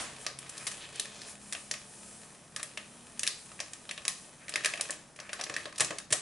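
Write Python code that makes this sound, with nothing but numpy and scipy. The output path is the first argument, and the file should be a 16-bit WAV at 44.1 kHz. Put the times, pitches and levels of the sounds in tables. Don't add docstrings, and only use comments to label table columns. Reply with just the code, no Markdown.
import sys
import numpy as np
from scipy import signal
from scipy.fft import rfft, irfft
from scipy.io import wavfile
from scipy.ndimage import uniform_filter1d

SR = 44100
rng = np.random.default_rng(int(sys.argv[2]) if len(sys.argv) > 2 else 0)


def waveform_to_disk(signal):
    frames = np.transpose(np.atleast_2d(signal))
    scaled = np.clip(frames, -1, 1) * 32767
    samples = np.round(scaled).astype(np.int16)
    wavfile.write(sys.argv[1], SR, samples)


N = 273861
TIME_S = np.arange(N) / SR

# [freq_hz, relative_density_db_per_hz]
BACKGROUND_SPECTRUM = [(25, -11), (70, -4), (110, -3), (200, -1.5), (300, -4), (400, -8.5), (600, -5.5),
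                       (850, -9), (1200, -11), (2000, -14), (3500, -32), (6000, -17), (9500, -49),
                       (11500, -32)]
BACKGROUND_DB = -59
# [freq_hz, level_db, swell_centre_s, swell_half_s, swell_db]
DRONE_TONES = [(134.8, -70, 0.49, .5, 6), (166, -71, 3.1, .25, 4.5), (204, -69, 1.42, 0.56, 7),
               (238, -71, 3.05, 0.18, 8)]
# [freq_hz, relative_density_db_per_hz]
FADING_SPECTRUM = [(35, -9), (60, -6), (150, -11), (315, -1.5), (383, -15), (619, 0.5), (1110, -1.5),
                   (1300, -1.5), (2720, -3), (4210, -7.5), (8840, -6.5), (11000, -15), (14300, -40),
                   (22000, -120)]
# [freq_hz, t60_s, relative_level_db]
ROOM_BANDS = [(148, 0.62, -7.5), (610, 0.19, 11), (1950, 0.31, 2.5), (4800, 0.44, -0.5), (10000, 0.26, 1.5)]
# [start_s, level_db, decay_s]
HAND_THUMPS = [(.99, -58.5, 0.02), (4.07, -77, 0.012), (5.497, -54, 0.014), (5.799, -47.5, 0.042),
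               (5.906, -61, 0.0098), (6.109, -45.5, 0.021)]
# [freq_hz, relative_density_db_per_hz]
POWDER_SPECTRUM = [(1000, -1.5), (3000, -10.5), (5000, 0), (7500, 6), (9500, 10), (11500, 1.5)]
# [centre_s, half_s, level_db]
POWDER_SLIDES = [(0.0, 0.032, -41.5), (0.223, 0.022, -47.5), (0.69, 0.099, -47.5), (1.296, 0.024, -45.5),
                 (1.547, 0.14, -51.5), (2.06, 0.18, -51.5), (3.426, 0.12, -54), (4.21, 0.056, -53.5),
                 (4.76, 0.14, -56)]
TRICKLE_DB = -56.5
# [freq_hz, relative_density_db_per_hz]
RUB_SPECTRUM = [(150, -17), (400, 7), (600, 2.5), (900, 1.5), (1800, -1), (3000, 2), (5000, -4),
                (11000, -19.5)]
# [start_s, end_s, rub_db, crinkle_db]
HANDLING_BOUTS = [(0.03, 1.303, -49.5, -57.5), (4.5, 4.954, -48.5, -51), (5.327, 6.211, -49, -52.5)]
HOLDING_DB, BOUT_ATTACK_S, BOUT_RELEASE_S = -55.5, 0.035, 0.18
# [centre_s, half_s, dip_db]
HAND_RESTS = [(0.36, 0.03, -4.5), (1.38, 0.018, -4.5), (2.485, .1, -4), (4.395, 0.055, -3),
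              (5.11, 0.13, -6), (5.726, 0.029, -11), (6.06, 0.059, -16)]
# [centre_s, half_s, level_db, pitch_hz]
FINGER_STROKES = [(.606, 0.052, -54, 1840), (0.833, .02, -47, 2750), (0.968, 0.019, -47.5, 3340),
                  (1.21, 0.077, -55, 5030), (4.43, 0.026, -57.5, 1850), (5.248, 0.032, -55.5, 1720)]
# [freq_hz, width_hz, gain_db]
SACHET_RESONANCES = [(309, 13, 11.5), (586, 144, 6.5), (930, 196, -9), (1150, 440, 10), (1402, 150, -9),
                     (1810, 390, 5.5), (2580, 450, 4), (9420, 4300, 6.5)]
# [start_s, crumple_s, level_db, brightness_db_per_octave, facet_pitch_hz]
CREASE_SNAPS = [(.2654, 0.00035, -35.5, -2, 5200), (.3888, .0006, -47.5, 3, 9550),
                (.494, 0.0043, -48.5, 3.5, 8400), (.5789, .001, -49.5, 7.5, 4900),
                (.6685, 0.0064, -32.5, 2.5, 940), (.7144, .0034, -44.5, 1.5, 900),
                (.9584, .0007, -50, 0, 9050), (.9972, 0.0011, -34.5, 6, 3340),
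                (1.2175, 0.00092, -49, 0.5, 4600), (1.5253, 0.00058, -37.5, 2.5, 900),
                (1.5315, .0011, -39, 2.5, 1200), (1.5499, 0.0013, -44, -4, 2780),
                (1.7125, 0.0014, -35, 0, 6000), (1.7396, 0.00055, -42, .5, 2300),
                (2.563, 0.00024, -37, 2, 1350), (2.596, 0.005, -45.5, -3, 1310),
                (2.6299, 0.00033, -39.5, 0.5, 9150), (2.7739, 0.0023, -40.5, -2, 2640),
                (3.1938, 0.0011, -39, 3.5, 7200), (3.233, 0.00075, -33, 3.5, 2250),
                (3.2674, 0.00036, -37, 4, 2320), (3.2757, 0.00059, -30.5, 3, 4330),
                (3.517, 0.0026, -54, -3, 1200), (3.5925, .0018, -52.5, -4.5, 2210),
                (3.6026, 0.0016, -37.5, -1.5, 5900), (3.7342, .0007, -46.5, 1.5, 7260),
                (3.892, 0.0018, -44.5, -2.5, 3580), (3.9112, 0.0013, -40, 1, 2370),
                (3.9779, .0005, -45, -2.5, 3000), (4.0523, .0005, -39.5, -1.5, 6600),
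                (4.0804, 0.0006, -28.5, 4, 890), (4.4824, .0005, -47.5, -1, 2190),
                (4.4931, 0.002, -44, 0.5, 8800), (4.5392, 0.0011, -40, -2, 4830),
                (4.558, 0.00093, -31.5, -1, 2000), (4.637, .003, -46, -.5, 2200),
                (4.647, 0.0014, -31, 0, 2250), (4.6582, 0.0018, -28, 1.5, 1540),
                (4.738, 0.0008, -40.5, -3, 2600), (4.7752, 0.0015, -46, -1, 2400),
                (4.7973, 0.0023, -51.5, -9, 2200), (4.81, 0.00094, -32.5, 5.5, 905),
                (4.8956, 0.0025, -53.5, -10, 1900), (4.9066, .0004, -40.5, 4, 7760),
                (5.1615, .003, -56, 4, 2400), (5.1898, 0.0012, -53, -5.5, 2000),
                (5.201, 0.00082, -47, -2.5, 5750), (5.2928, 0.0041, -49, -5, 2400),
                (5.3313, 0.0021, -37, 0, 1440), (5.3937, 0.0068, -45.5, -5.5, 840),
                (5.412, 0.00082, -39, -1.5, 5870), (5.4382, 0.0017, -40, 1.5, 5230),
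                (5.466, 0.0023, -55.5, -8, 2200), (5.497, 0.0017, -42, -6, 7200),
                (5.5401, .0026, -43, -3, 6000), (5.5649, 0.00067, -37, -1.5, 1860),
                (5.656, 0.0019, -45.5, -5.5, 3800), (5.7262, 0.0014, -52, -2.5, 1150),
                (5.781, .0029, -40, 5, 886), (5.798, .0023, -36.5, -1.5, 6100),
                (5.8061, 0.0019, -27, 0.5, 8100), (5.812, 0.0047, -32.5, -3.5, 7800),
                (5.8468, 0.0014, -39.5, 2.5, 6470), (5.9066, 0.0028, -41.5, -6, 7500),
                (5.9848, 0.0011, -39.5, 4, 1010), (6.1053, 0.0063, -43.5, -1, 8400),
                (6.1229, 0.0079, -38, 8, 2380), (6.126, 0.0038, -26.5, 1, 7950)]
# [freq_hz, density_db_per_hz]
SNAP_SPECTRUM = [(530, -42.5), (1070, -42.5), (1600, -36.5), (2800, -35.5), (3860, -34.5), (5840, -35.5),
                 (7400, -40), (10100, -42.5)]
BRIGHTNESS_PIVOT_HZ = 4070
FACET_DB, FACET_OCTAVES = 7.5, 0.3
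EMPTY_S, EMPTYING_S, HOLLOW_DB, HOLLOW_HZ = 6.05, 0.53, 6.5, 1150
CRINKLE_S, CRINKLE_BRIGHTNESS_DB_PER_OCTAVE, CRINKLE_HZ = 0.002, -1.5, 2320
CUTOFF_HZ = 11090


def from_db(db):
    return 10 ** (np.asarray(db) / 20)


def rms_one(x):
    return x / np.sqrt(np.mean(x ** 2) + 1e-20)


def at_hz(points, hz, axis=1):
    points = np.array(points)
    return np.interp(np.log(hz + 1e-3), np.log(points[:, 0]), points[:, axis])


def bell(x, centre, half_width):
    return np.exp(-((x - centre) / half_width) ** 2 / 2)


def band(x, low_hz, high_hz, order=2):
    edges_hz = [low_hz, min(high_hz, SR / 2.2)]
    return signal.sosfilt(signal.butter(order, edges_hz, "band", fs=SR, output="sos"), x)


def coloured(x, spectrum):
    hz = np.arange(N // 2 + 1) * SR / N
    return rms_one(irfft(rfft(x) * from_db(at_hz(spectrum, hz)), N))


def stereo(mid, side, side_db):
    return mid + from_db(side_db) * np.array([side, -side])


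def diffuse(side_db):
    return stereo(*rng.standard_normal((2, N)), side_db)


def wander(knots_per_s, count):
    knots = rng.standard_normal((count, 200))
    return np.array([np.interp(TIME_S * knots_per_s, np.arange(len(row)), row) for row in knots])


def grains(per_s, spread_db, size=N):
    sizes = from_db(spread_db * np.minimum(rng.exponential(1, size), 4))
    signs = rng.choice([-1, 1], size)
    return sizes * signs * (rng.random(size) < per_s / SR)


def add(out, start_s, sound):
    start = max(round(start_s * SR), 0)
    out[start:start + len(sound)] += sound[:N - start]


def background(waver=0.74):
    out = from_db(BACKGROUND_DB) * coloured(diffuse(side_db=-12), BACKGROUND_SPECTRUM)
    for hz, db, centre_s, half_s, swell_db in DRONE_TONES:
        real, imaginary = wander(knots_per_s=11, count=2)
        modulation = 1 + waver * (real + 1j * imaginary)
        tone = rms_one(np.real(modulation * np.exp(2j * np.pi * hz * TIME_S)))
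        out = out + tone * from_db(db + swell_db * bell(TIME_S, centre_s, half_s))
    return out


def fading_rustle(start_db=-36, t60_s=0.49):
    decay = np.exp(-np.log(1000) * TIME_S / t60_s)
    return coloured(diffuse(side_db=-7.0), FADING_SPECTRUM) * from_db(start_db) * decay


def kitchen(x, near_db=-9, near_decay_s=0.0049, tail_db=-6, gap_s=0.0064,
            near_side_db=-3, tail_side_db=-7):
    t = TIME_S[:SR // 2]
    edges_hz = np.geomspace(80, 12800, 12)
    white, tail = rng.standard_normal((2, 2, len(t))), 0
    for k, (low_hz, high_hz) in enumerate(zip(edges_hz, edges_hz[1:])):
        hz = np.sqrt(low_hz * high_hz)
        decay = np.exp(-np.log(1000) * t / at_hz(ROOM_BANDS, hz))
        gain = from_db(at_hz(ROOM_BANDS, hz, axis=2))
        tail = tail + band(white[k % 2], low_hz, high_hz) * gain * decay
    tail = tail * (1 - np.exp(-(t / gap_s) ** 2))
    near = rng.standard_normal((2, len(t))) * np.exp(-t / near_decay_s) * (t > 0.001)
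    near = from_db(near_db) * stereo(*rms_one(near), near_side_db)
    tail = from_db(tail_db) * stereo(*rms_one(tail), tail_side_db) / np.sqrt(2)
    return signal.oaconvolve(x[None], (near + tail) / np.sqrt(len(t)), axes=1)[:, :N]


def thumps(low_hz=122, split_hz=190, high_hz=396, knock_db=-5):
    out, t = np.zeros(N), TIME_S[:SR // 6]
    for start_s, db, decay_s in HAND_THUMPS:
        push = rng.standard_normal(len(t)) * np.exp(-t / decay_s)
        puff = band(push, low_hz, split_hz) + from_db(knock_db) * band(push, split_hz, high_hz)
        add(out, start_s, from_db(db) * puff / np.std(puff[:SR // 40]))
    return out


def powder_gain():
    swells = sum((from_db(db) * bell(TIME_S, s, half_s)) ** 2 for s, half_s, db in POWDER_SLIDES)
    return np.sqrt(from_db(TRICKLE_DB) ** 2 + swells)


def bout_gain():
    gain = np.full(N, from_db(HOLDING_DB))
    for start_s, end_s, db, _ in HANDLING_BOUTS:
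        rise = (TIME_S - start_s) / BOUT_ATTACK_S
        fall = (end_s - TIME_S) / BOUT_RELEASE_S
        gate = np.clip(np.minimum(rise, fall) + 1, 0, 1)
        gain = np.maximum(gain, from_db(db) * gate)
    return gain


def rest_gain():
    return from_db(sum(dip_db * bell(TIME_S, s, half_s) for s, half_s, dip_db in HAND_RESTS))


def handling(powder_offset_db=-0.5, rub_offset_db=-7.0, crackle_offset_db=-8.0):
    powder = coloured(grains(per_s=14000, spread_db=1.5), POWDER_SPECTRUM)
    rub = coloured(grains(per_s=2200, spread_db=2.0), RUB_SPECTRUM)
    clicks = grains(per_s=110, spread_db=3.0)
    crackle = rms_one(resonate(band(clicks, 1200, 6000, order=1)))
    fingers = rub * from_db(rub_offset_db) + crackle * from_db(crackle_offset_db)
    return powder * from_db(powder_offset_db) * powder_gain() + fingers * bout_gain()


def strokes(width_ratio=1.5, broad_db=-12):
    out, centre_s = np.zeros(N), 1 / 4
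    for s, half_s, db, hz in FINGER_STROKES:
        friction = grains(per_s=4400, spread_db=4.5, size=SR // 2)
        pitched = rms_one(band(friction, hz / width_ratio, hz * width_ratio))
        rasp = pitched + from_db(broad_db) * rms_one(band(friction, 1500, 8700))
        swell = bell(TIME_S[:SR // 2], centre_s, half_s)
        add(out, s - centre_s, from_db(db) * rasp * swell)
    return out


def resonate(x):
    for hz, width_hz, db in SACHET_RESONANCES:
        g, k = from_db(db / 2), np.pi * width_hz / SR
        c = -2 * np.cos(2 * np.pi * hz / SR)
        x = signal.lfilter([1 + k * g, c, 1 - k * g], [1 + k / g, c, 1 - k / g], x)
    return x


def crinkles(count=6):
    rows = []
    for start_s, end_s, _, db in HANDLING_BOUTS:
        places = (np.arange(count) + rng.random(count)) / count
        for place, (sharpness, octaves) in zip(places, rng.standard_normal((count, 2))):
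            s = start_s + place * (end_s - start_s)
            brightness = CRINKLE_BRIGHTNESS_DB_PER_OCTAVE + 2 * sharpness
            rows.append((s, CRINKLE_S, db, brightness, CRINKLE_HZ * 2 ** (octaves / 2)))
    return [row for row in rows if row[0] < TIME_S[-1]]


def snap_colour(hz, s, brightness, facet_hz):
    octaves = np.log2(np.clip(hz, 700, 9000) / BRIGHTNESS_PIVOT_HZ)
    facet = FACET_DB * bell(np.log2((hz + 1) / facet_hz), 0, FACET_OCTAVES)
    empty = np.clip(1 + (s - EMPTY_S) / EMPTYING_S, 0, 1)
    hollow = empty * HOLLOW_DB / (1 + (hz / HOLLOW_HZ) ** 4)
    return at_hz(SNAP_SPECTRUM, hz) + brightness * octaves + facet + hollow


def snaps(rows, kick=2.06, swell_ratio=1.0, flutter_db=-15, flutter_s=0.0057, slip_spread_db=4.5,
          offset_db=-2.0, blur_hz=800, low_cut_hz=350):
    t = TIME_S[:SR // 25]
    shape, crumple_s = (len(rows), len(t)), rows[:, 1:2]
    slips = rng.standard_normal(shape) * from_db(slip_spread_db * rng.standard_normal(shape))
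    run = np.exp(-t / crumple_s) * (1 - np.exp(-t / (swell_ratio * crumple_s)))
    force = rms_one(slips) * (run + from_db(flutter_db) * np.exp(-t / flutter_s))
    force[:, 0] += kick
    lead, size, level_span = SR // 200, 2048, SR // 154
    hz = np.arange(size // 2 + 1) * SR / size
    spectra = rfft(np.pad(force, ((0, 0), (lead, 0))), size)
    blur_bins = max(int(blur_hz * size / SR), 3)
    spectra = spectra / np.sqrt(uniform_filter1d(np.abs(spectra) ** 2, blur_bins, axis=1))
    out = np.zeros(N)
    for (s, _, db, brightness, facet_hz), spectrum in zip(rows, spectra):
        gain = from_db(db + snap_colour(hz, s, brightness, facet_hz) + offset_db)
        add(out, s - lead / SR, irfft(spectrum * gain * np.sqrt(level_span * SR / 2), size))
    return resonate(signal.sosfilt(signal.butter(2, low_cut_hz, "high", fs=SR, output="sos"), out))


def scene(left_db=0.5, count=4):
    creases = np.vstack([CREASE_SNAPS, crinkles()])
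    soft = thumps() + strokes() + handling() * rest_gain()
    reflections = sum(kitchen(snaps(creases) + soft) for wall in range(count)) / np.sqrt(count)
    direct = snaps(creases, blur_hz=2200) + soft
    sachet = (direct + reflections) * from_db([[left_db], [-left_db]])
    return sachet + fading_rustle() + background()


def record(dry):
    return signal.sosfilt(signal.ellip(12, 0.2, 75, CUTOFF_HZ, fs=SR, output="sos"), dry)


dry = scene()
out = record(dry)
waveform_to_disk(out)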